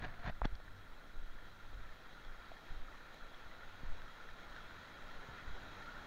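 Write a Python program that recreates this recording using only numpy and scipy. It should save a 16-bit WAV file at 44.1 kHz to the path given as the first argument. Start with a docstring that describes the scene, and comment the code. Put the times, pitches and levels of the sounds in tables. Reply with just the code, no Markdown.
"""A narrow gorge, where a waterfall roars behind a shallow, stony stream.
The stream rushes, bubbles and splashes, growing louder as a hand-held camera moves closer; the fall's
low roar swells late on. The camera's housing muffles the water and adds hollow tones. Fingers rub and
knock on it at first; later, pebbles click. Throughout, gusts push on the microphone and the hand bumps
the camera, over a faint hum and hiss."""
import sys
import numpy as np
from scipy import signal
from scipy.fft import rfft, irfft
from scipy.io import wavfile
from scipy.ndimage import uniform_filter1d

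SR = 44100
rng = np.random.default_rng(int(sys.argv[2]) if len(sys.argv) > 2 else 0)


def waveform_to_disk(signal):
    """Save audio, clipped to [-1, 1], as 16-bit WAV at the path in sys.argv[1]."""
    frames = np.transpose(np.atleast_2d(signal))
    scaled = np.clip(frames, -1, 1) * 32767
    samples = np.round(scaled).astype(np.int16)
    wavfile.write(sys.argv[1], SR, samples)


N = 267290
TIME = np.arange(N) / SR


def gain_of(db):
    """Turns decibels (dB) into a number to multiply a sound by."""
    return 10 ** (np.asarray(db) / 20)


def evened(x):
    """Scales a signal so that its average size (rms) is one."""
    return x / np.sqrt(np.mean(x ** 2) + 1e-20)


def coloured(x, curve, peaks=()):
    """Shapes the lows and highs of x with a tone curve and ringing peaks, then evens its level."""
    hz = np.fft.rfftfreq(len(x), 1 / SR)
    curve_hz, curve_db = np.transpose(curve)
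    db = np.interp(np.log(hz + 1), np.log(curve_hz + 1), curve_db)
    db += sum(lift / (1 + (2 * (hz - centre) / width) ** 2) for centre, width, lift in peaks)
    return evened(irfft(rfft(x) * gain_of(db), len(x)))


def drift(rate_hz):
    """A smooth random wobble; a higher rate makes it quicker."""
    hz = np.fft.rfftfreq(N, 1 / SR)
    return evened(irfft(rfft(rng.standard_normal(N)) * np.exp(-(hz / rate_hz) ** 2), N))


def crackle(per_s, spread_db):
    """Tiny pops at random times, mostly small and a few large."""
    size = gain_of(spread_db * np.minimum(rng.exponential(1, N), 4))
    return size * rng.choice([-1, 1], N) * (rng.random(N) < per_s / SR)


def swell(peak_s, rise_s, fall_s, hold_s=0):
    """A loudness curve that grows to one, holds, then dies away."""
    before = (peak_s - TIME) / rise_s
    after = (TIME - peak_s - hold_s) / fall_s
    return np.exp(-np.maximum(np.maximum(before, after), 0))


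def add(mix, start_s, sound):
    """Mixes a sound in at its start time."""
    part = mix[max(round(start_s * SR), 0):][:len(sound)]
    part += sound[:len(part)]


def churn(patchy_db, flicker_db):
    """Tumbling water: noise that comes in short patches of pitch, and flickers as a whole."""
    grid = signal.stft(rng.standard_normal(N), nperseg=512, noverlap=384)[2]  # pitch by time
    patches = uniform_filter1d(rng.standard_normal(grid.shape), size=5, axis=0)
    patches = evened(uniform_filter1d(patches, size=14, axis=1))
    rush = signal.istft(grid * gain_of(patchy_db * patches), nperseg=512, noverlap=384)[1][:N]
    return evened(rush * gain_of(flicker_db * drift(25)))


def bubbles(low_hz, high_hz, per_s, spread_db, fade_cycles, rise, sizes):
    """Air pockets of many sizes ring briefly, rising in pitch as they near the surface."""
    t, out = TIME[:2048], np.zeros(N)
    for hz in np.geomspace(low_hz, high_hz, sizes):
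        age = t * hz / fade_cycles
        ring = np.exp(-age) * np.sin(2 * np.pi * hz * t * (1 + rise * np.minimum(age, 4)))
        pops = crackle(per_s / sizes, spread_db)
        out += hz * signal.oaconvolve(pops, ring)[:N]  # small bubbles fill a wider range of pitch
    return evened(out)


# The stream's muffled tone. Each row: pitch in Hz, relative level in dB.
STREAM_TONE = [(100, -27), (300, -3), (550, 1.5), (1000, 0.5), (1250, -2), (1800, 0.5), (2400, -5.5),
               (3000, -11), (3900, -12.5), (4800, -16), (6600, -21.5), (7700, -33.5), (11000, -34)]
# The housing's hollow tones. Each row: pitch in Hz, width in Hz, boost in dB.
HOUSING_PEAKS = [(1386, 250, 10), (1794, 56, 2.5), (3300, 230, 9), (3883, 470, 8.5), (4260, 250, 3),
                 (6940, 1300, 5.5)]
# One surge of the rapids: crest time in seconds, boost in dB, rise and fall in seconds.
RAPIDS_SURGE = (2.77, 1.47, 0.92, 0.061)


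def stream(start_db=-62.5, approach_db_per_s=1.42):
    """Water rushes, fizzes, gurgles and splashes, heard through the housing and louder as it nears."""
    splash = rng.standard_normal(400) * np.exp(-TIME[:400] / 0.0012)
    splashes = evened(signal.oaconvolve(crackle(per_s=97, spread_db=1.0), splash)[:N])
    fizz = bubbles(444.4, 6550, per_s=2500, spread_db=2, fade_cycles=4.6, rise=0.026, sizes=24)
    gurgles = bubbles(1089, 2023, per_s=90, spread_db=3.5, fade_cycles=10.7, rise=0.0094, sizes=14)
    babble = gain_of(-11.5) * fizz + gain_of(-18.0) * gurgles + gain_of(-12.5) * splashes
    water = coloured(churn(patchy_db=1.5, flicker_db=-0.1) + babble, STREAM_TONE, HOUSING_PEAKS)
    crest_s, lift_db, rise_s, fall_s = RAPIDS_SURGE
    level_db = start_db + approach_db_per_s * TIME + lift_db * swell(crest_s, rise_s, fall_s)
    return gain_of(level_db + 0.26 * drift(6.3)) * water


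# The waterfall's deep tone. Each row: pitch in Hz, relative level in dB.
ROAR_TONE = [(40, 3.5), (90, 0), (180, 0.5), (270, -0.5), (400, -7.5), (700, -11.5), (1200, -39),
             (4000, -59)]


def waterfall(behind_rock_db=-65.5, lift_db=5.5, in_line_s=4.94, turn_s=0.96):
    """The fall roars behind the rock, and swells as the mouth of its cave comes into line."""
    in_line = (1 + np.tanh((TIME - in_line_s) / turn_s)) / 2
    roar = coloured(churn(patchy_db=0.46, flicker_db=-1.0), ROAR_TONE)
    return gain_of(behind_rock_db + lift_db * in_line) * roar


# The wind's rumble. Each row: pitch in Hz, relative level in dB.
WIND_TONE = [(8, -2), (17, -0.5), (28, -12), (45, -15.5), (70, -26.5), (140, -43), (300, -69)]
# Gusts on the microphone. Each row: time of the peak in seconds, level in dB.
WIND_GUSTS = [(0.46, -36), (1.17, -38), (1.75, -38), (2.26, -46), (2.76, -39), (3.46, -47), (3.89, -34.5),
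              (4.30, -46.5), (5.05, -47), (5.50, -37)]


def wind(draught_db=-54, extra_at_start_db=6.5, settle_s=0.9):
    """Air swirls at the microphone: an uneven draught that settles, and gusts that come fast and ebb."""
    draught = gain_of(draught_db + extra_at_start_db * np.exp(-TIME / settle_s) + 2.6 * drift(9.1))
    gusts = sum(gain_of(db) * swell(peak_s, rise_s=0.03, fall_s=0.084) for peak_s, db in WIND_GUSTS)
    rumble = coloured(rng.standard_normal(N), WIND_TONE + [(2000, -120)])
    return np.hypot(draught, gusts) * rumble


def hum(hz=96.8, level_db=-75):
    """A faint, low hum wavers in pitch and loudness."""
    cycles = np.cumsum(hz + 0.84 * drift(1.8)) / SR
    return gain_of(level_db + 6.1 * drift(2.6)) * evened(np.sin(2 * np.pi * cycles))


# The tone of skin on the housing. Each row: pitch in Hz, relative level in dB.
RUB_TONE = [(60, -3.5), (130, -2.5), (220, -9), (400, -18.5), (700, -11), (1200, -15.5), (1700, -7.5),
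            (2200, -18.5), (2900, -25), (4300, -28.5), (5100, -39.5), (6700, -42), (7700, -61),
            (12000, -70)]
# Where rubbing makes the housing ring. Each row: pitch in Hz, width in Hz, boost in dB.
RUB_PEAKS = [(700, 67, 6.5), (1550, 170, 0), (1820, 120, -0.5), (3550, 270, 2)]
# Finger strokes. Each row: time of full pressure and hold in seconds, level in dB,
# rise and release in seconds.
FINGER_STROKES = [(0.045, 0.0081, -46, 0.022, 0.0092), (0.05, 0.045, -53, 0.07, 0.08),
                  (0.268, 0.031, -42, 0.032, 0.0045), (0.449, 0.0094, -44, 0.0094, 0.0036)]


def finger_rubs():
    """Skin sticks and slips in tiny steps that ring the housing; each stroke presses, holds, lets go."""
    slips = evened(crackle(per_s=3000, spread_db=2.0) * gain_of(1.9 * drift(99)))
    pressure = sum(gain_of(db) * swell(peak_s, rise_s, fall_s, hold_s)
                   for peak_s, hold_s, db, rise_s, fall_s in FINGER_STROKES)
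    return pressure * coloured(slips, RUB_TONE, RUB_PEAKS)


# Bumps of the hand. Each row: start in seconds, sway level in dB, sway pitch in Hz, thud level in dB.
HAND_BUMPS = [(0.252, -38.5, 41.4, -43), (0.273, -54, 30.4, -34), (0.4175, -29.5, 41.8, -60),
              (0.4508, -30, 39.4, -49), (0.527, -43, 71, -57), (1.154, -34.5, 22.4, -68),
              (2.705, -38.5, 24, -52), (3.833, -42.5, 23, -45), (5.288, -49, 61.4, -48),
              (5.478, -38, 24, -54)]
# The tone of a thud. Each row: pitch in Hz, relative level in dB.
THUD_TONE = [(30, -35), (70, 11), (160, 6.5), (260, -33), (600, -23), (1500, -61)]


def hand_bumps():
    """Each push on the camera body sets off a deep, fading sway and a short, dull thud."""
    t, out = TIME[:16384], np.zeros(N)
    for start_s, sway_db, hz, thud_db in HAND_BUMPS:
        sway = np.sin(2 * np.pi * hz * t) * np.exp(-t * hz / 1.76)
        thud_shape = np.exp(-t / 0.012) * (1 - np.exp(-t / 0.00032))
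        thud = coloured(rng.standard_normal(len(t)), THUD_TONE) * thud_shape
        add(out, start_s, gain_of(sway_db) * sway + gain_of(thud_db) * thud)
    return out


# The housing's bright snap. Each row: pitch in Hz, relative level in dB, seconds to fade by 60 dB.
SNAP_TONES = [(1540, 3, 0.018), (2250, -12, .009), (3370, 5, 0.008), (4380, -8.5, 0.016),
              (5250, -8, 0.0063), (5550, -7, 0.011), (6500, -21, 0.0069), (8800, -22, .006)]
# Knocks on the housing and pebble clicks. Each row: start in seconds, strength in dB, ring pitch in Hz,
# seconds to fade by 60 dB, snap level in dB compared with the ring.
CONTACTS = [(0.4177, -8.5, 880, 0.0034, -54), (0.454, -16.5, 206, 0.0075, -22.5),
            (0.5533, -45, 4320, .007, -10), (.601, -44, 655, 0.012, -25), (2.249, -46.5, 1140, 0.01, -8),
            (2.458, -55, 4430, .012, -14), (2.517, -39.5, 680, 0.02, -28), (3.345, -53, 3400, .015, -7),
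            (4.019, -39.5, 1540, 0.013, -15), (4.5636, -37, 1590, 0.013, -15),
            (4.709, -39, 1460, 0.018, -20)]


def knocks_and_pebbles(hard_contact_s=0.00013, softer_step_db=24.5):
    """Each contact rings very briefly, and a hard edge also sets off the housing's bright snap."""
    t, out = TIME[:4096], np.zeros(N)
    snap = sum(gain_of(db - 60 * t / fade_s) * np.sin(2 * np.pi * (hz * t + rng.random()))
               for hz, db, fade_s in SNAP_TONES)
    for start_s, db, hz, fade_s, snap_db in CONTACTS:
        # A soft fingertip touches for longer than a hard edge: twice as long per step of lost snap.
        contact_s = hard_contact_s * 2 ** (-snap_db / softer_step_db)
        attack = 1 - np.exp(-(t / contact_s) ** 2)
        ring = np.sin(2 * np.pi * hz * t) * gain_of(-60 * t / fade_s)
        add(out, start_s, gain_of(db) * attack * (ring + gain_of(snap_db) * snap))
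    return out


def tick(start_s=3.1447, level_db=-46):
    """One tiny, dry tick."""
    out = np.zeros(N)
    add(out, start_s, gain_of(level_db) * np.exp(-TIME[:512] / 0.0004))
    return out


def scene():
    """Everything that reaches the one microphone."""
    background = stream() + waterfall() + wind() + hum()
    return (background + finger_rubs() + hand_bumps() + knocks_and_pebbles() + tick())[None]


# The tone of the microphone's hiss. Each row: pitch in Hz, relative level in dB.
HISS_TONE = [(4590, -8), (7800, -7.5), (11400, -9), (15100, -5), (15600, -6.5)]


def record(dry, hiss_db=-78.5, cutoff_hz=15780):
    """The microphone adds its own hiss, then the very highest pitches are cut away."""
    noisy = dry + gain_of(hiss_db) * coloured(rng.standard_normal(N), HISS_TONE)
    treble_cut = signal.firwin(1023, cutoff_hz, window=("kaiser", 9), fs=SR)
    return signal.oaconvolve(noisy, treble_cut[None], "same")


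dry = scene()
out = record(dry)
waveform_to_disk(out)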